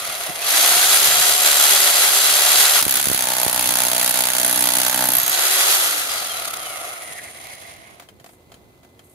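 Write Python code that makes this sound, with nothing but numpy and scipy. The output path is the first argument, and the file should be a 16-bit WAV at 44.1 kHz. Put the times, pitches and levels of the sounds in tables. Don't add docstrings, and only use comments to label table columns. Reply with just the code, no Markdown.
import sys
import numpy as np
from scipy import signal
from scipy.fft import rfft, irfft, next_fast_len
from scipy.io import wavfile

SR = 44100
rng = np.random.default_rng(int(sys.argv[2]) if len(sys.argv) > 2 else 0)


def transcribe(u):
    v = np.clip(np.atleast_2d(u).T, -1, 1)
    q = np.round(v * 32767).astype(np.int16)
    wavfile.write(sys.argv[1], SR, q)


def rack_gain(trim_db):
    fader = np.asarray(trim_db, float)
    return 10 ** (fader / 20)


N = 403074

# frequency in Hz, level in dB per Hz.
AIR = [(15, -56.5), (25, -27.5), (55, -6.5), (96, -2.5), (184, -9.5), (260, -6.5), (617, -11.5),
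       (1380, -22.5), (2020, -28), (2370, -25), (4180, -26), (4910, -30), (15600, -30.5)]
# frequency in Hz, level in dB rms.
FAR_TONES = [(2030, -73), (4059, -87)]
# time in seconds, level in dB.
GUSTS = [(0, -49), (.3, -59.5), (.7, -50.5), (1.3, -52), (1.8, -53), (2.3, -58.5), (2.8, -60.5), (3.6, -47),
         (4.4, -60.5), (5.2, -64.5), (5.8, -80), (6.5, -65), (7.6, -59), (9.14, -68.5)]
# frequency in Hz, shared part from 0 to 1.
LIKENESS = [(100, 1), (300, 0.95), (700, 0.65), (1200, 0.84), (3000, 0.35), (8000, 0.16), (15000, 0.2)]
# centre in Hz, width in Hz, boost in dB.
PORT_COLOUR = [(5480, 450, -3.5), (2910, 220, -3.5), (8180, 560, -1.5), (14200, 600, 1)]

# start in seconds, peak in dB, ring in dB, length in seconds.
CLINKS = [(7.997, -20, -48, 0.0033), (8.007, -33, -60, 0.0064), (8.021, -30.5, -61, 0.011),
          (8.087, -28, -46, 0.005), (8.198, -32, -52, 0.0049), (8.242, -24, -62, 0.003),
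          (8.261, -26, -63, 0.0044), (8.29, -31, -65, 0.005), (8.333, -38, -69, 0.004),
          (8.518, -28, -46, 0.0045), (8.541, -33, -44, 0.0078), (8.831, -35, -66, 0.005),
          (8.847, -32, -65, 0.003), (8.992, -30.5, -48, 0.0041)]
# frequency in Hz, level in dB, t60 in seconds.
SHANK = [(694, 4.5, 0.036), (1480, -21, .02), (1990, -24, .03), (3150, 6, 0.033), (4100, -3, 0.018),
         (6840, -6, 0.034), (10500, -2, .03)]
# time in seconds, level in dB.
RUSTLE = [(0, -99), (8.2, -77.5), (8.27, -56), (8.35, -58), (8.4, -74), (8.95, -83), (9.04, -60),
          (9.14, -57)]
# start in seconds, level in dB.
RUBBLE = [
    (5.15, -42.5),
    (5.172, -37),
    (5.189, -37.5),
    (5.235, -41),
    (5.288, -49),
    (5.329, -43.5),
]
# frequency in Hz, level in dB, t60 in seconds.
LUMPS = [(137, -13, 0.12), (180, 3, 0.039), (300, -9, 0.047), (720, 2.5, 0.045), (1120, 8.5, 0.042)]

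# time in seconds, pitch in Hz, level in dB.
SQUEAL = [(6.9, 2140, -51), (7.15, 1984, -44), (7.3, 2060, -49), (7.5, 2114, -48), (7.65, 2020, -48),
          (7.8, 2080, -54), (7.9, 2140, -52), (7.95, 2110, -80)]
# time in seconds, pitch in Hz, level in dB.
VENT = [(6.4, 10500, -70), (6.8, 10500, -58), (7.1, 9350, -45), (7.34, 9100, -48.5), (7.4, 10200, -52),
        (7.55, 10300, -53), (7.62, 9350, -56), (7.95, 9300, -78)]
# time in seconds, pitch in Hz, level in dB.
PULL_AWAY = [(.385, 2400, -55), (.41, 2480, -39), (.46, 2650, -38), (.49, 2800, -55)]
# time in seconds, pitch in Hz, level in dB.
LEAN = [(2.5, 1050, -53), (2.6, 1116, -35.5), (2.72, 1150, -43.5), (2.8, 1250, -24.5), (2.82, 1200, -47)]
# start in seconds, level in dB.
TEETH = [(6.4, -24), (6.455, -17), (6.485, -24), (6.541, -19), (6.57, -22), (7.0345, -29.5), (7.2346, -34),
         (7.47, -30), (7.551, -32), (7.6, -41), (7.6665, -37), (7.71, -42), (7.737, -40), (7.765, -39),
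         (7.955, -48)]
# centre in seconds, peak in dB, push 1 or pull -1, length in seconds.
PUFFS = [(0.291, -26, -1, .0032), (0.2976, -21, -1, .0032), (0.3035, -23, -1, .0032), (0.72, -24, 1, .003),
         (0.768, -24, 1, .003), (1.084, -25, -1, .003), (2.8258, -17, -1, .002), (2.8662, -8.5, 1, .002),
         (2.88, -18, -1, .0016), (3.0712, -9, -1, .002), (3.0856, -17, -1, .002), (3.1006, -8.5, -1, .002),
         (3.1157, -7.5, 1, .002), (3.1463, -13, -1, .002), (3.4651, -6.5, 1, .002), (4.469, -24, 1, .003)]

# time in seconds, speed in turns per second.
SPEED = [(0, 225), (.38, 165), (.5, 284), (.57, 314), (.72, 354), (.97, 383), (1.4, 394), (2.8, 396),
         (3.2, 338), (5.15, 339), (5.35, 350), (5.55, 378), (5.72, 383), (6.1, 263), (6.34, 214),
         (6.74, 148), (7.2, 92), (7.95, 25)]
# time in seconds, #
# level in dB.
DRIVE = [(0, -3), (.38, -0.7), (.45, 1), (.55, 3.5), (.75, 3.5), (1.05, 1.47), (2.8, 0.78), (2.825, -10.5),
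         (3.05, -8.5), (4.0, -8), (5.29, -7.5), (5.33, -2), (5.62, 0.5), (6.2, -4), (7.0, -1.5),
         (7.97, -2.5), (8.05, -20)]
# time in seconds, left lag in samples, left minus right in dB.
PLACE = [(0, 0, 0), (.75, -1, 0.4), (2.75, -1.5, 0), (3, 2.5, -0.5), (4.8, 5.5, -4), (5.3, 1.5, -1.5),
         (5.8, 7.5, 0), (6.3, 4, 0.5), (6.8, 4, -0.5), (7.3, 22.5, -1), (7.8, 15.5, -3), (9.2, 13, 0)]
# speed in turns per second, housing in dB, gears in dB, fan in dB.
ROAR_LAW = [(25, -50.5, -60.5, -57.5), (56.6, -47, -50.5, -48.5), (86, -43.5, -49.5, -45),
            (132, -36.5, -43.5, -37), (240, -32, -28.5, -30.5), (308, -29, -25.5, -27.5),
            (401, -26.5, -21, -23)]
# frequency in Hz, level in dB per Hz.
ROAR = [(88, -44), (150, -30), (353, -15), (389, -11), (472, -10), (710, -2.5), (1030, -6), (1350, 0.5),
        (1610, -1.5), (4330, -7), (5470, -8.5), (7320, -2), (9070, 7), (11200, 17.5), (15600, 3)]
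# centre in Hz, width in Hz, boost in dB.
HOUSING = [(726, 78, 2.5), (1270, 130, 0.5), (1972, 19, 8), (4660, 170, 1), (10960, 750, -0.5)]
# frequency in Hz, level in dB per Hz.
IDLE_ROAR = [(120, -51), (200, -70), (299, -13.5), (454, -11), (566, -7), (704, -0.5), (892, -10.5),
             (1030, -7), (1540, -8), (2030, -4), (2430, -5), (6760, -15.5), (7960, -26.5), (9730, -17),
             (15600, -41)]
# centre in Hz, width in Hz, boost in dB.
IDLE_HOUSING = [(686, 380, 6), (1200, 370, 2), (2110, 36, 8.5), (9100, 900, -3.5)]
# centre in seconds, swell in dB, half length in seconds.
JOLTS = [(1.43, -2, 0.13), (1.47, 4, 0.021), (1.94, -2, 0.043), (2.64, 4, 0.088), (2.68, -4, 0.062),
         (2.97, 7.5, 0.034), (3.0, 10, 0.0048), (7.41, 4, 0.015), (7.5, 4, 0.02), (7.61, 2.5, 0.024),
         (7.7, 4.5, 0.036), (7.84, 1.5, .04)]
# frequency in Hz, level in dB.
WHINE = [(1300, -75), (1950, -44), (2300, -54), (2650, -56), (2900, -40), (3200, -38), (3550, -52),
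         (4100, -38), (4400, -41), (4750, -31), (5000, -32), (7500, -31)]
# start in seconds, end in seconds, change in dB.
WHINE_SHADED = [
    (0, .46, -6),
    (.46, .6, -4),
    (.6, 1.0, 1),
    (2.81, 5.17, -14),
    (5.17, 5.45, -3),
    (5.45, 6.1, -11),
]
# centre in Hz, width in Hz, boost in dB.
PINION_MODES = [(3200, 350, 25), (2150, 300, 22)]
# centre in seconds, swell in dB, half length in seconds.
OCTAVE_SWELL = [(.72, 9, .22)]
# centre in seconds, swell in dB, half length in seconds.
CRANK_SWELL = [(1.12, 7, .1)]
# time in seconds, level in dB.
DRONE = [(0, -39), (.17, -44), (.3, -61), (.32, -99), (5.68, -99), (5.7, -56), (6.0, -43), (6.5, -38.5),
         (7.0, -43), (7.3, -67)]

# time in seconds, stroke number.
STROKES = [(2.812, 1), (2.8255, 2), (2.852, 4), (2.866, 5), (2.894, 7), (2.909, 8), (2.9245, 9),
           (2.9405, 10), (2.9555, 11), (2.97, 12), (3.0846, 20), (3.1919, 27), (3.3029, 34), (3.4155, 41),
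           (3.5289, 48), (3.6419, 55), (3.7549, 62), (3.8677, 69), (3.9805, 76), (4.0933, 83), (4.2058, 90),
           (4.3185, 97), (4.431, 104), (4.5435, 111), (4.6561, 118), (4.7687, 125), (4.8808, 132),
           (4.9918, 139), (5.1034, 146), (5.216, 153), (5.2956, 158)]
# time in seconds, force in dB, chuck slack in dB, blade ring in dB, shoulder ring in dB.
BLOWS = [(2.812, -29, -2.5, -11, -11), (2.925, -22, 1, -1.5, -3.5), (3.042, -27, -6.5, -3.5, 1.5),
         (3.17, -24, 0, 3.5, -8), (3.287, -24, -8, -6.5, -5.5), (3.416, -26.5, 1.5, 1.5, 0.5),
         (3.545, -26, -2, -1.5, 4), (3.674, -23, -8.5, -5.5, -6.5), (3.803, -22, -6, -5.5, -0.5),
         (3.932, -24, -5, -5.5, 1), (4.061, -23, -3, -10, 3.5), (4.19, -24.5, -2.5, -4, 1),
         (4.319, -22.5, -8.5, -8, -1.5), (4.447, -25.5, 1, 7, 2.5), (4.576, -25.5, 3.5, 6.5, 0),
         (4.704, -20.5, -2.5, -1, -2.5), (4.833, -23, -3.5, -3, -11), (4.96, -25.5, 1.5, 0, -5.5),
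         (5.087, -28, 6, 3, 3.5), (5.119, -26, 9.5, 4, -3), (5.168, -27, 12, 7.5, -1),
         (5.216, -28, 10, 1, -4), (5.296, -28, 10, -1, -3)]
# stroke number, change in dB.
ACCENTS = [(1, 6.5), (2, 8.5), (3, -3), (4, 3.5), (5, -5.5), (8, 1.5), (18, 3.5), (20, 3.5), (25, -4.5),
           (31, -4.5), (37, -2.5), (42, 2.5), (44, -4), (47, -3.5), (51, 0.5), (52, 1), (58, 2.5), (62, 1),
           (63, -0.5), (71, -4.5), (73, 0), (80, 0.5), (85, -6.5), (86, 0.5), (88, 0.5), (89, 2), (90, 2),
           (97, -5.5), (100, -1.5), (102, 1.5), (107, 0), (111, -6), (112, -1.5), (114, -2.5), (116, -1.5),
           (119, -0.5), (120, -1.5), (121, -2.5), (122, -3), (123, -2), (125, 3.5), (128, 0), (131, 2),
           (134, -3), (136, 3), (139, 1), (144, -2.5), (145, 6.5), (150, -1), (152, -1.5), (153, -6),
           (154, -1.5), (155, -10), (156, -2)]
# time in seconds, base in dB, lower in dB, middle in dB, edge in dB.
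FOOTING = [(3.17, -1, -7, -1, 0), (3.287, -12.5, -4, 7.5, 1), (3.416, -16, 4, 6, -1),
           (3.545, -1.5, -4.5, 7.5, -10), (3.674, 0.5, -12, 1.5, -3), (3.803, -6, -5, 2.5, 2),
           (3.932, -1.5, 6, 3, -9), (4.061, -4, -3, 0.5, 1), (4.19, -2, -1, 5, -4),
           (4.319, -10, -6.5, 1, 4.5), (4.447, 4, 7.5, 1.5, 2), (4.576, 7, -4, 6, 3),
           (4.704, 1, -1, 3, -11.5), (4.833, -0.5, -6.5, 0.5, 5.5), (4.9, -7, -19, 5, 7.5),
           (4.96, 7.5, -2, 4.5, 7), (5.03, 6, 3, 12.5, 12.5), (5.087, 8.5, -2, 7.5, 6),
           (5.119, 2, 0, 5, -1), (5.155, 3, 1, -0.5, -12)]
# frequency in Hz, level in dB, t60 in seconds.
BIT = [(3640, -28, 0.015), (4520, -5, 0.014), (6450, -12, 0.036), (6900, -3, 0.012), (7600, -0.5, .003),
       (9180, -11, 0.016), (10200, 14, 0.004)]
# frequency in Hz, level in dB, t60 in seconds.
CHUCK = [(12100, 1, 0.025), (12620, 7, 0.022), (12750, 3, 0.005)]
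# frequency in Hz, level in dB, t60 in seconds.
BLADE = [(10140, 6, 0.037), (10050, -3.5, 0.0067)]
# frequency in Hz, level in dB, t60 in seconds.
SHOULDER = [(10560, 10.5, 0.0059), (11000, 5.5, 0.016)]
# frequency in Hz, level in dB, t60 in seconds.
CONCRETE = [(126, -24, 0.016), (280, -19.5, 0.055), (294, -6, 0.055), (550, -11, 0.025), (677, -2, 0.066),
            (800, -7.5, 0.026), (909, -2, 0.032), (1050, -3, 0.083), (1410, -5.5, 0.023),
            (1560, -4.5, 0.028), (1680, -10.5, .016)]


def rms_one(x):
    return x / np.sqrt(np.mean(x ** 2) + 1e-20)


def in_time(rows):
    s, *columns = np.transpose(rows)
    return [np.interp(np.arange(N) / SR, s, c) for c in columns]


def at_hz(points, hz):
    return np.interp(np.log(hz), np.log(np.array(points)[:, 0]), np.array(points)[:, 1])


def peaks(modes, hz):
    return sum(db / (1 + (2 * (hz - f) / width) ** 2) for f, width, db in modes)


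def bumps(rows):
    return sum(db * np.exp(-((np.arange(N) / SR - s) / half) ** 2) for s, db, half in rows)


def drift(rate):
    r = np.exp(-2 * np.pi * rate / SR)
    return rms_one(signal.lfilter([1], [1, -2 * r, r * r], rng.standard_normal(N + SR))[SR:])


def filtered(x, order, hz, kind):
    return signal.sosfilt(signal.butter(order, hz, kind, fs=SR, output="sos"), x)


def shaped(x, gain_at):
    size = next_fast_len(N)
    return irfft(rfft(x, size) * gain_at(np.arange(1, size // 2 + 2) * SR / size), size)[..., :N]


def late(x, samples):
    return np.interp(np.arange(N) - samples, np.arange(N), x)


def stereo_noise(lag, grain_db):
    white = rng.standard_normal((4, N)) * rack_gain(grain_db * drift(680))
    left = late(white[0], np.round(lag)) + 0.86 * white[1]
    right = white[0] + 1.18 * late(white[1], 10.5)
    shared = np.array([left, right]) / 1.23
    alike = shaped(shared, lambda hz: np.sqrt(np.clip(at_hz(LIKENESS, hz), 0, 1)))
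    own = shaped(white[2:], lambda hz: np.sqrt(np.clip(1 - at_hz(LIKENESS, hz), 0, 1)))
    return alike + own


def strike(at, db, modes, spread_db):
    out, heard = np.zeros((2, N)), slice(at.min(), at.max() + SR // 4)
    for hz, level_db, t60 in modes:
        clicks = np.full((2, N), 1e-18)
        clicks[:, at] = rack_gain(db + level_db + spread_db * rng.standard_normal((len(at), 2)).T)
        r, w = rack_gain(-60 / (t60 * SR)), 2 * np.pi * hz / SR
        out[:, heard] += signal.lfilter([0, np.sin(w)], [1, -2 * r * np.cos(w), r * r], clicks[:, heard])
    return out


def crack(at, db, decay_s):
    clicks = np.full(N, 1e-18)
    clicks[at] = rack_gain(db)
    return signal.lfilter([1], [1, -np.exp(-1 / (decay_s * SR))], clicks) * rng.standard_normal((2, N))


def singing(rows, width_hz, flutter_db):
    hz, db = in_time(rows)
    t = np.arange(N) / SR
    slow = filtered(rng.standard_normal((2, 2, N)), 2, width_hz / 2, "low")
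    angle = 2 * np.pi * np.cumsum(hz) / SR
    band = rms_one(slow[0] * np.sin(angle) + slow[1] * np.cos(angle))
    sounding = (t > rows[0][0]) * (t < rows[-1][0])
    return rack_gain(db + flutter_db * drift(25)) * sounding * (band + .5 * band[::-1])


def outdoors():
    air = rms_one(shaped(stereo_noise(8, grain_db=2.5), lambda hz: rack_gain(at_hz(AIR, hz))))
    air = rack_gain(-52.5 + 1.1 * drift(4.9)) * air
    t = np.arange(N) / SR
    tones = sum(rack_gain(db + 5 + 1.2 * drift(6)) * np.sin(2 * np.pi * hz * t) for hz, db in FAR_TONES)
    wind = rms_one(filtered(rng.standard_normal((2, N)), 2, [50, 220], "band"))
    gust_db = in_time(GUSTS)[0] + 6 * drift(8.8)
    return air + tones + rack_gain(gust_db) * wind * rack_gain(np.array([[-4.5], [0]]))


def clinks():
    out, t = np.zeros((2, N + SR)), np.arange(SR // 10) / SR
    for s, db, ring_db, length_s in CLINKS:
        shape = (1 - np.exp(-t / 0.00052)) * np.exp(-t / max(2.4 * length_s, .002))
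        scrape = rack_gain(db - 9.5) * shape * rng.standard_normal((2, len(t)))
        knock = filtered(scrape, 1, [450, 2200], "band")
        out[:, int(s * SR):int(s * SR) + len(t)] += 0.38 * scrape + 1.25 * knock
    grit = rms_one(filtered(rng.standard_normal((2, N)), 2, [7500, 13000], "band"))
    grit = rack_gain(in_time(RUSTLE)[0] + 2.5 * drift(60)) * grit
    s, peak_db, ring_db, _ = np.transpose(CLINKS)
    at = (s * SR).astype(int) + 40
    body = strike(at + 60, peak_db - 19.5, SHANK[:2], 3.3)
    ring = strike(at, ring_db - 1.5, SHANK[2:], 3.6)
    return out[:, :N] + grit + body + ring


def rubble():
    s, db = np.transpose(RUBBLE)
    return strike((s * SR).astype(int), db, LUMPS, 7.0)


def gear_noises():
    s, db = np.transpose(TEETH)
    ticks = filtered(crack((s * SR).astype(int), db, .003), 2, 1800, "high")
    squeal = singing(SQUEAL, 350, flutter_db=4.0)
    pull_away = singing(PULL_AWAY, 90, flutter_db=3.0)
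    hiss = singing(VENT, 1300, flutter_db=2.5)
    groan = singing(LEAN, 450, flutter_db=2.5)
    return squeal + pull_away + hiss + groan + ticks


def puffs():
    out = np.zeros(N)
    for s, db, sign, length_s in PUFFS:
        push = np.bartlett(int(length_s * SR)) ** 2.5
        out[int(s * SR) - len(push) // 2:][:len(push)] += sign * rack_gain(db + 3.5) * push
    leaked = filtered(out + 1e-18, 2, 65, "high")
    return leaked * rack_gain(np.array([[-26], [0]]))


def roar(noise, turns, throb, levels_db):
    casing_db = 1.5 * rng.standard_normal(200)
    ripple = lambda hz: np.interp(hz, np.arange(200) * 80, casing_db) * np.clip(hz / 3000, .2, 1)
    low = lambda hz, edge_hz: 1 / (1 + (hz / edge_hz) ** 8)
    parts = [lambda hz: low(hz, 3130), lambda hz: low(hz, 6890) - low(hz, 2915), lambda hz: 1 - low(hz, 7900)]
    fast = np.clip((turns - 130) / 170, 0, 1)
    together, out = 0.87 * drift(8.8), 0
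    for db, part, throb_share in zip(levels_db, parts, (.4, .8, 1.2)):
        def coloured(spectrum, modes):
            colour = lambda hz: part(hz) * rack_gain(at_hz(spectrum, hz) + ripple(hz) + peaks(modes, hz))
            return rms_one(shaped(noise, colour))
        mixed = fast * coloured(ROAR, HOUSING) + (1 - fast) * coloured(IDLE_ROAR, IDLE_HOUSING)
        out = out + rack_gain(db + 4.0 + throb_share * throb + together + 0.65 * drift(38)) * mixed
    return out


def slot_whine(turns, angle):
    slots, mesh, pinion = 19, 21.5, 14.6
    t = np.arange(N) / SR
    shade_db = sum(db * (t > start) * (t < end) for start, end, db in WHINE_SHADED)
    whine_db = at_hz(WHINE, slots * turns) + shade_db + 1 + 2.5 * drift(40) + 1.2 * drift(8)
    whine = rack_gain(whine_db) * (np.sin(slots * angle) + .3 * np.sin(mesh * angle))
    pinion_db = -62 + peaks(PINION_MODES, pinion * turns) + 3 * drift(30)
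    return whine + rack_gain(pinion_db) * (t > 6.2) * np.sin(pinion * angle)


def unbalance(turns, angle, crank_angle, drive_db, housing_db):
    lifted_db = 3.5 * (np.arange(N) / SR > 5.3)
    shake = rack_gain(housing_db - 16 + lifted_db + 1.5 * drift(8)) * np.clip(turns / 395, 0, 1) ** 1.9
    octave_db = -2 + 1.6 * np.maximum(drive_db, 0) + bumps(OCTAVE_SWELL)
    out = shake * (np.sin(angle) + rack_gain(octave_db) * np.sin(2 * angle))
    for order in (8, 10):
        overtone_db = housing_db - 12 + (order == 10) * bumps(CRANK_SWELL) + 2 * drift(3)
        out += rack_gain(overtone_db) * np.clip((turns - 365) / 20, 0, 1) * np.sin(order * crank_angle)
    return out


def case_drone(noise, throb):
    centre_hz, width_hz = 1306, 320
    case = filtered(noise, 2, [centre_hz - width_hz / 2, centre_hz + width_hz / 2], "band")
    drone_db = np.interp(np.arange(N) / SR, *np.transpose(DRONE), left=-120, right=-120)
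    return rack_gain(drone_db + throb) * rms_one(case)


def motor():
    turns, drive_db, t = in_time(SPEED)[0], in_time(DRIVE)[0], np.arange(N) / SR
    angle = 2 * np.pi * np.cumsum(turns * (1 + .001 * drift(8.7) + .0035 * drift(45) * (t > 6))) / SR
    crank_angle = angle / 5.42
    crank = np.cos(crank_angle) + .5 * np.cos(2 * crank_angle - 1)
    knock_db = 1.27 + bumps([(6.52, 2.1, 0.058)])
    throb = knock_db * crank * (1 + .5 * drift(1.2)) + 1.5 * np.cos(angle)
    lag, pan_db = in_time(PLACE)
    noise = stereo_noise(lag, grain_db=1.5)
    speeds, *laws = np.transpose(ROAR_LAW)
    jolt_db = bumps(JOLTS)
    drive_shares = (0.86, 1.07, 1.04)
    levels_db = [np.interp(turns, speeds, law) + share * drive_db + jolt_db
                 for law, share in zip(laws, drive_shares)]
    out = roar(noise, turns, throb, levels_db) + case_drone(noise, throb)
    out = out + slot_whine(turns, angle) + unbalance(turns, angle, crank_angle, drive_db, levels_db[0])
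    return out * rack_gain(pan_db * np.array([[.5], [-.5]]))


def steel(at, luck, bit_db):
    slack_db, blade_db, shoulder_db = (c[at] for c in in_time(BLOWS)[1:])
    again = at + (SR * (.0016 + 0.00027 * np.clip(luck[:, 1], -2, 2))).astype(int)
    later = at + (SR * .0042 * np.exp(0.21 * luck[:, 5])).astype(int)
    contacts = [(at - 28, -11 + 3 * luck[:, 4], .0006),   # sample, dB, grit decay in seconds
                (at, 0, .0007),
                (again, -7 + 2 * luck[:, 3], .0022),
                (later, -13 + 2.5 * luck[:, 6], .003)]
    ring, grit = 0, 0
    for when, db, decay_s in contacts:
        hit_db = bit_db + db
        ring = ring + strike(when, hit_db + 0.5, BIT, 2.5)
        ring = ring + strike(when, hit_db + slack_db - .5, CHUCK, 2.7)
        ring = ring + strike(when, hit_db + blade_db, BLADE, 2.5)
        ring = ring + strike(when, hit_db + shoulder_db, SHOULDER, 2.5)
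        grit = grit + crack(when, hit_db + 16.5, decay_s)
    grit = grit + rack_gain(-10) * filtered(grit, 1, [2000, 5000], "band")
    return filtered(ring + grit, 2, 1300, "high")


def concrete(at, luck, thud_db):
    base_db, lower_db, middle_db, edge_db = (c[at] for c in in_time(FOOTING))
    thud = strike(at + 35, thud_db + base_db + 1.5, CONCRETE[:3], 1.3)
    thud += strike(at + 35, thud_db + lower_db + 3, CONCRETE[3:5], 1.3)
    thud += strike(at + 35, thud_db + middle_db + 3, CONCRETE[5:8], 1.3)
    thud += strike(at + 35, thud_db + edge_db + 4, CONCRETE[8:], 1.3)
    settle_db = thud_db + middle_db - .5 + 1.2 * luck[:, 3]
    thud += strike(at + int(.0022 * SR), settle_db, CONCRETE[5:8], 1.1)
    return filtered(thud, 8, 112, "high")


def hammer():
    s, number = np.transpose(STROKES)
    luck = rng.standard_normal((158, 7))
    beat = (np.interp(np.arange(1, 159), number, s) * SR).astype(int)
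    at = beat + (.0001 * SR * luck[:, 0]).astype(int)
    t = at / SR
    force_db = in_time(BLOWS)[0][at]
    stroke, accent_db = np.transpose(ACCENTS)
    force_db[stroke.astype(int) - 1] += accent_db
    skid_db = -15 * (t > 2.972) * (t < 3.01)
    bit_db = force_db + 0.5 * luck[:, 2] + skid_db
    thud_db = bit_db - 7 - 4 * (t < 3.17) - 3.5 * (t > 5.16)
    out = steel(at, luck, bit_db) + concrete(at, luck, thud_db)
    out = np.array([rack_gain(-.9) * out[0], rack_gain(.9) * np.roll(out[1], 1)])
    return out + rack_gain(-12.5) * np.roll(out[::-1], 150, axis=1)


def scene():
    return outdoors() + clinks() + rubble() + gear_noises() + puffs() + motor() + hammer()


def band_limit(x):
    return signal.sosfilt(signal.butter(12, 15780, fs=SR, output="sos"), x)


def record(dry):
    ported = shaped(dry, lambda hz: rack_gain(peaks(PORT_COLOUR, hz)))
    rounded = .97 * np.tanh(ported / .97)
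    cut = signal.sosfilt(signal.ellip(10, .5, 70, 15600, fs=SR, output="sos"), rounded)
    mix = filtered(cut, 2, 42, "high")
    return band_limit(mix)


dry = scene()
out = record(dry)
transcribe(out)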